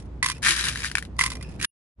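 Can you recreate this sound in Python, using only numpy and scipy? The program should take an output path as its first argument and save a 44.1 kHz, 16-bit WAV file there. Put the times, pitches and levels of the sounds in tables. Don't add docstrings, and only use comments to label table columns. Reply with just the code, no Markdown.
import sys
import numpy as np
from scipy import signal
from scipy.fft import rfft, irfft, next_fast_len
from scipy.io import wavfile
from scipy.ndimage import map_coordinates

SR = 44100
rng = np.random.default_rng(int(sys.argv[2]) if len(sys.argv) > 2 else 0)


def volts_from_decibels(level):
    exponent = np.asarray(level, float) / 20
    return 10 ** exponent


def persist_wave(psi):
    counts = np.round(np.clip(psi, -1, 1) * 32767).astype(np.int16)
    wavfile.write(sys.argv[1], SR, np.atleast_2d(counts).T)


N = 88200

# start in seconds, peak in dB, level of the low modes in dB, favoured pitch in Hz.
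BOX_HITS = [(0.2274, -9, -6, 1997), (0.232, -15, -4.5, 2024), (0.2437, -12.5, -4, 1975),
            (0.2525, -30, -7.5, 1910), (0.2613, -6, -6.5, 974), (0.2855, -12.5, -8.5, 2906),
            (0.294, -24, -4, 4130), (0.299, -11.5, -4, 2816), (0.3155, -22.5, -8.5, 5510),
            (0.322, -32.5, -13.5, 2890), (0.3553, -41.5, -16, 2370), (0.3678, -37.5, -9.5, 2410),
            (0.3804, -37, -5.5, 2910), (1.1656, -42.5, -6, 4780), (1.1914, -8.5, -3, 2080),
            (1.2106, -9.5, -4, 1974), (1.2169, -17, -2, 4390), (1.2232, -16.5, -8.5, 1610),
            (1.227, -23, -2.5, 5320), (1.2375, -8, -4.5, 3400), (1.254, -29.5, -9, 2030),
            (1.2616, -11.5, -4, 2140), (1.2768, -25, 0.5, 2260), (1.3023, -18.5, -11.5, 5190),
            (1.3178, -22.5, -5, 1230), (1.3534, -26, -7, 5740), (1.3686, -34, -1, 2450),
            (1.4109, -34.5, 1, 2410), (1.4262, -25, -13, 4770), (1.4919, -38.5, -18, 5130)]
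# time in seconds, effort in dB.
BOX_ROLLS = [
    [(0, -50.5), (.03, -67), (.07, -72)],
    [(.228, -19), (.25, -38), (.27, -36.5), (.32, -38), (.335, -58), (.37, -54), (.39, -67), (.40, -75)],
    [(1.183, -54.5), (1.192, -32), (1.225, -32), (1.27, -39), (1.29, -55), (1.325, -37.5), (1.34, -54),
     (1.39, -70), (1.43, -70), (1.555, -60), (1.565, -60)],
]
# time in seconds, effort in dB.
BOX_SLIDES = [
    [(.335, -62), (.36, -48), (.39, -55)],
    [(1.40, -59), (1.43, -50.5), (1.55, -62), (1.57, -66)],
]
# start in seconds, peak in dB, level of the low modes in dB, favoured pitch in Hz.
GRAB_HITS = [(1.6, -31.5, 2, 2340), (1.613, -21.5, -5, 1720), (1.622, -22.5, -17, 3000),
             (1.627, -15, -38, 2920), (1.646, -11.5, 0.5, 1286)]
# time in seconds, effort in dB.
GRAB_EFFORT = [(1.57, -75), (1.59, -58), (1.598, -42), (1.609, -48), (1.615, -38), (1.638, -29),
               (1.647, -25.5), (1.66, -22.5)]
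# start in seconds, peak in dB, level of the low modes in dB, favoured pitch in Hz.
BOWL_HITS = [(0.4282, -13.5, -5.5, 3220), (0.4398, -17, -3.5, 1960), (0.4483, -6.5, -8.5, 1980),
             (0.4573, -10, -4.5, 2270), (0.4632, -6.5, 0, 1905), (0.4689, -6, -5.5, 1850),
             (0.4733, -6.5, -11, 2150), (0.4842, -4, -6.5, 1780), (0.4899, -1, -4.5, 4410),
             (0.4957, -10.5, -7.5, 3140), (0.5003, -10.5, -10.5, 2650), (0.5078, -0.5, -11.5, 3540),
             (0.5217, -8, -5.5, 3170), (0.5328, -13, -16, 3500), (0.5409, -13.5, -8.5, 4170),
             (0.5507, -14.5, -11.5, 3840), (0.564, -7.5, -25, 5140), (0.5768, -12.5, -6.5, 1800),
             (0.5851, -16.5, -5, 5440), (0.593, -8, -12, 3770), (0.6006, -22, -11, 4740),
             (0.6096, -9, -6.5, 3700), (0.6348, -17, -18, 1980), (0.6405, -7.5, -9, 3780),
             (0.6461, -15, -14.5, 5560), (0.6537, -10, -18, 3940), (0.6588, -23.5, -9, 1440),
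             (0.6678, -14, -1, 3320), (0.6748, -16, -4, 3040), (0.6846, -4, -12.5, 2840),
             (0.6913, -14, -9, 1620), (0.7132, -19.5, -12, 5210), (0.7252, -16, -10, 5450),
             (0.733, -18.5, -6.5, 3680), (0.7416, -35, -6, 1290), (0.7506, -20, -14, 4260),
             (0.7578, -14, -1.5, 1550), (0.7729, -14, -13, 2870), (0.7915, -19, -13, 5840),
             (0.8039, -17, -3.5, 4970), (0.8194, -18.5, -4, 2350), (0.8325, -15, -5.5, 2380),
             (0.8391, -12.5, -7, 2950), (0.8454, -14, -3, 1630), (0.854, -13, -11, 2250),
             (0.8647, -24, 0, 2330), (0.8747, -20, -19, 2690), (0.8839, -22, -14, 4200)]
# start in seconds, peak in dB, level of the low modes in dB, favoured pitch in Hz.
LAST_HITS = [(.8988, -24, -11, 1700), (.9147, -16, -6.5, 1750), (.9533, -7, 4.5, 5000),
             (.9718, -16.5, 0, 2280), (.9765, -32, 0.5, 1810), (.9827, -9.5, 1.5, 4270),
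             (.9892, -27.5, 1, 2300), (1.025, -21.5, -3, 1870), (1.0509, -27, -5.5, 3900)]
# time in seconds, effort in dB.
STIR_EFFORT = [(.42, -40.5), (.436, -26), (.447, -22.5), (.47, -20.5), (.51, -24.5), (.535, -29),
               (.56, -34.5), (.60, -28), (.63, -34), (.685, -27), (.705, -34.5), (.725, -47), (.80, -38.5),
               (.83, -45), (.86, -30.5), (.89, -52.5), (.94, -57.5), (1.07, -70)]
# start in seconds, pitch in Hz, level in dB.
THUMPS = [
    (0.443, 222.7, -33),
    (0.491, 340, -30.5),
]
# pitch in Hz, level in dB, 60 dB decay in seconds.
BOX_MODES = [(1037, 4, 0.029), (1117, 2, 0.018), (1550, -13.5, 0.046), (2001, -3, 0.044),
             (2051, -1.5, 0.042), (2410, -12, 0.096), (3000, -13.5, 0.014), (3370, -13, .015),
             (4750, -10.5, 0.029), (5520, -11.5, 0.042), (7070, -14, 0.023), (8760, -19, 0.014),
             (9850, -7.5, 0.021)]
# pitch in Hz, level in dB, 60 dB decay in seconds.
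BOWL_MODES = [(1248, -5.5, 0.0092), (1655, 0, 0.018), (1830, -1.5, 0.024), (2110, -8, .014),
              (2323, -1.5, 0.014), (2832, -20.5, 0.051), (3180, -11, 0.0092), (3896, -8, 0.013),
              (4880, -12, 0.02), (5450, -17, .012), (6720, -14, 0.012), (10050, -8.5, 0.0082)]
# pitch in Hz, level in dB, 60 dB decay in seconds.
SLIDE_MODES = [(1450, -3, .02), (1750, -2, .03), (2590, 4.5, 0.016), (5020, -6.5, 0.027), (5310, -8.5, .03)]
# frequency in Hz, level in dB.
CRACK = [(600, -28), (900, -15), (1500, -1), (3000, -3.5), (6000, -6.5), (8000, -10), (10300, -6.5),
         (12500, -25.5)]
# frequency in Hz, correlation from 0 to 1.
CRACK_ALIKE = [(700, 0.53), (2000, 0.87), (5000, 0.18), (10000, 0.21)]
# frequency in Hz, left over right in dB.
BOX_SIDE = [(400, -14), (1150, 6.5), (2100, -3.3), (3700, -0.5), (6700, -3), (12000, -5)]
# frequency in Hz, left over right in dB.
BOWL_SIDE = [(400, -1), (1100, 9), (2100, 3), (3700, 5), (6700, 1), (12000, 1)]
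# pitch in Hz, rms level in dB.
HUM = [(60, -42), (121, -53.5), (150, -53)]
# frequency in Hz, level in dB.
FLOOR = [(15, -31), (25, -18.5), (68, -4), (161, -8), (979, -30), (1480, -37), (10000, -61.5),
         (12000, -81.5), (22000, -120)]
# frequency in Hz, correlation from 0 to 1.
FLOOR_ALIKE = [(60, 0.87), (250, 0.96), (600, 0.45), (2000, 0.093)]
# time in seconds, gain in dB.
EDIT = [
    (0, 0.5),
    (1.653, 1),
    (1.658, -45.5),
    (1.70, -53),
    (1.72, -90.5),
    (1.93, -101),
    (1.965, -34),
    (1.975, -20),
    (2, -3.5),
]
# pitch in Hz, level in dB.
AFTER = [(2810, -74), (10400, -63)]

FLOOR_DB, TOP_HZ = -37, 11700
LOW_HZ = 2500
FAVOUR_DB, FAVOUR_OCTAVES = 9.5, 0.12
RISE_S = 0.0003


def box():
    hits = clatter(BOX_HITS, BOX_MODES, ring_db=-6.5, damp=0.96, crack_db=-9.5, crack_t60=0.028,
                   tail_db=-13.5, spread=0.35, scatter_db=2.0)
    rolls = swarm(BOX_ROLLS, spiky_db=6.5, over_db=2.3, dull_under_db=-41.0, count=1200)
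    rolls = clatter(rolls, BOX_MODES, ring_db=-13.0, damp=0.68, crack_db=-3, crack_t60=0.011,
                    tail_db=-21.5, spread=0.84, scatter_db=6.5)
    slides = swarm(BOX_SLIDES, spiky_db=2.5, over_db=2.2, dull_under_db=-90, count=900)
    slides = clatter(slides, SLIDE_MODES, ring_db=-6, damp=1.1, crack_db=-14, crack_t60=0.014,
                     tail_db=-20.5, spread=1.0, scatter_db=2.5)
    rubs = swarm([GRAB_EFFORT], spiky_db=2.0, over_db=0.5, dull_under_db=-64.5, count=1300)
    grab = clatter(np.vstack([GRAB_HITS, rubs]), BOWL_MODES, ring_db=-4, damp=0.95, crack_db=-6.5,
                   crack_t60=0.025, tail_db=-14, spread=0.2, scatter_db=2.5)
    return placed(hits + rolls + slides + grab, BOX_SIDE, lead_s=-0.000096, low_hz=866)


def bowl():
    hits = clatter(BOWL_HITS, BOWL_MODES, ring_db=-5, damp=0.69, crack_db=-12.5, crack_t60=0.0067,
                   tail_db=-8, spread=0.51, scatter_db=2.04)
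    last = clatter(LAST_HITS, BOWL_MODES, ring_db=-3.5, damp=0.5, crack_db=-10.5, crack_t60=0.014,
                   tail_db=-12.5, spread=0.47, scatter_db=1.5)
    stir = swarm([STIR_EFFORT], spiky_db=3.0, over_db=-1.5, dull_under_db=-28, count=1100)
    stir = clatter(stir, BOWL_MODES, ring_db=-4, damp=1.36, crack_db=-0.5, crack_t60=0.0076,
                   tail_db=-9.0, spread=0.72, scatter_db=4.0)
    return placed(hits + last + stir, BOWL_SIDE, lead_s=0.00008, low_hz=710) + thumps()


def thumps():
    out = np.zeros(N)
    for start, hz, db in THUMPS:
        since = np.maximum(np.arange(N) / SR - start, 0)
        swell = since / 0.032 * np.exp(1 - since / 0.014)
        out += volts_from_decibels(db) * swell * np.sin(2 * np.pi * hz * since)
    return out


def clatter(rows, modes, ring_db, damp, crack_db, crack_t60, tail_db, spread, scatter_db):
    s, db, low_db, spot_hz = np.transpose(rows)
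    t = np.arange(SR // 8) / SR
    out = np.zeros((2, N))
    busy = slice(int(s.min() * SR), int(s.max() * SR) + len(t))
    rise = np.exp(-1 / (RISE_S * SR))
    for hz, level_db, t60 in modes:
        draw = rng.standard_normal((len(s), 3))
        near = np.exp(-(np.log2(hz / spot_hz) / FAVOUR_OCTAVES) ** 2)
        mode_db = db + level_db + ring_db + low_db * (hz < LOW_HZ)
        mode_db = mode_db + scatter_db * draw[:, 0] + FAVOUR_DB * (near - 0.22)
        strike = volts_from_decibels(mode_db) * np.exp(1j * 0.25 * draw[:, 1])
        apart = spread * np.sqrt(hz / 2000) * np.outer([1, -1], draw[:, 2])
        strikes = [(train(s, z.real) + 1j * train(s, z.imag))[busy] for z in strike * np.exp(1j * apart)]
        pole = volts_from_decibels(-60 / (t60 * damp * SR)) * np.exp(2j * np.pi * hz / SR)
        resonance = np.convolve([1, -pole], [1, -rise * pole])
        out[:, busy] += signal.lfilter([1 - rise], resonance, strikes).imag
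    fade = volts_from_decibels(-120 * t / crack_t60) + volts_from_decibels(2 * tail_db - 120 * t / 0.09)
    fade = fade * (1 - np.exp(-t / 0.00025))
    power = signal.fftconvolve(train(s, volts_from_decibels(2 * (db + crack_db))), fade)[:N]
    return out + np.sqrt(np.abs(power)) * rush(CRACK, CRACK_ALIKE)


def swarm(tables, spiky_db, over_db, dull_under_db, count):
    rows = []
    for table in tables:
        s, db = np.transpose(table)
        draw = rng.random((count, 3))
        at = s[0] + draw[:, 0]
        effort_db = np.interp(at, s, db)
        spike = np.minimum(-np.log(1 - draw[:, 1]), 3) - 1
        size_db = effort_db + over_db + spiky_db * spike
        low_db = 0.43 * np.minimum(effort_db - dull_under_db, 0)
        spot_hz = 2300 * 3.2 ** draw[:, 2]
        rows.append(np.transpose([at, size_db, low_db, spot_hz])[at < s[-1]])
    return np.vstack(rows)


def placed(x, side, lead_s, low_hz):
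    way = np.array([[0.5], [-0.5]])

    def response(hz):
        balance = volts_from_decibels(way * along(side, hz))
        lead = np.exp(2j * np.pi * hz * lead_s * way)
        bass_loss = (1j * hz / (low_hz + 1j * hz)) ** 2 / (1 + (low_hz / (hz + 1)) ** 10)
        return balance * lead * bass_loss

    return filtered(x, response)


def room():
    t = np.arange(N) / SR
    hum = np.zeros(N)
    for hz, db in HUM:
        level = np.sqrt(2) * volts_from_decibels(db + 1.7 * wobble(5.6))
        hum += level * np.sin(2 * np.pi * hz * t + 0.5 * wobble(9.1))
    rumble = volts_from_decibels(FLOOR_DB - 4.5 + 1.5 * wobble(8.9)) * rush(FLOOR, FLOOR_ALIKE)
    return volts_from_decibels([[-0.4], [0.4]]) * (hum + rumble)


def rush(spectrum, alike):
    def mid_side(hz):
        turn = np.arccos(np.clip(along(alike, hz), -1, 1)) / 2
        return volts_from_decibels(along(spectrum, hz)) * [np.cos(turn), np.sin(turn)]

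    mid, side = filtered(rng.standard_normal((2, N)), mid_side)
    return unit(np.array([mid + side, mid - side]))


def wobble(rate):
    knots = rng.standard_normal(int(N * rate / SR) + 4)
    return map_coordinates(knots, [np.arange(N) * rate / SR])


def train(s, size):
    return np.bincount(np.clip(np.round(s * SR).astype(int), 0, N - 1), size, N)


def filtered(x, response):
    m = next_fast_len(N + 8192)
    return irfft(rfft(x, m) * response(np.fft.rfftfreq(m, 1 / SR)), m)[..., :N]


def along(points, hz):
    f, v = np.transpose(points)
    return np.interp(np.log(hz + 1), np.log(f + 1), v)


def unit(x):
    return x / np.sqrt(np.mean(x ** 2) + 1e-20)


def after_ring():
    t = np.arange(N) / SR
    fade_db = np.interp(t, [1.65, 1.655, 1.70, 1.715], [-64.5, -4, -10.0, -53])
    tones = sum(volts_from_decibels(db) * np.sin(2 * np.pi * hz * t) for hz, db in AFTER)
    return volts_from_decibels(fade_db + 2.5 * wobble(90)) * tones


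def scene():
    return box() + bowl() + room()


def roll_off(x):
    return signal.sosfilt(signal.butter(12, 12740, fs=SR, output="sos"), x)


def record(dry):
    heard = filtered(dry, lambda hz: 1 / (1 + (hz / TOP_HZ) ** 56))
    cut = volts_from_decibels(np.interp(np.arange(N) / SR, *np.transpose(EDIT)))
    return roll_off(heard * cut + after_ring())


dry = scene()
out = record(dry)
persist_wave(out)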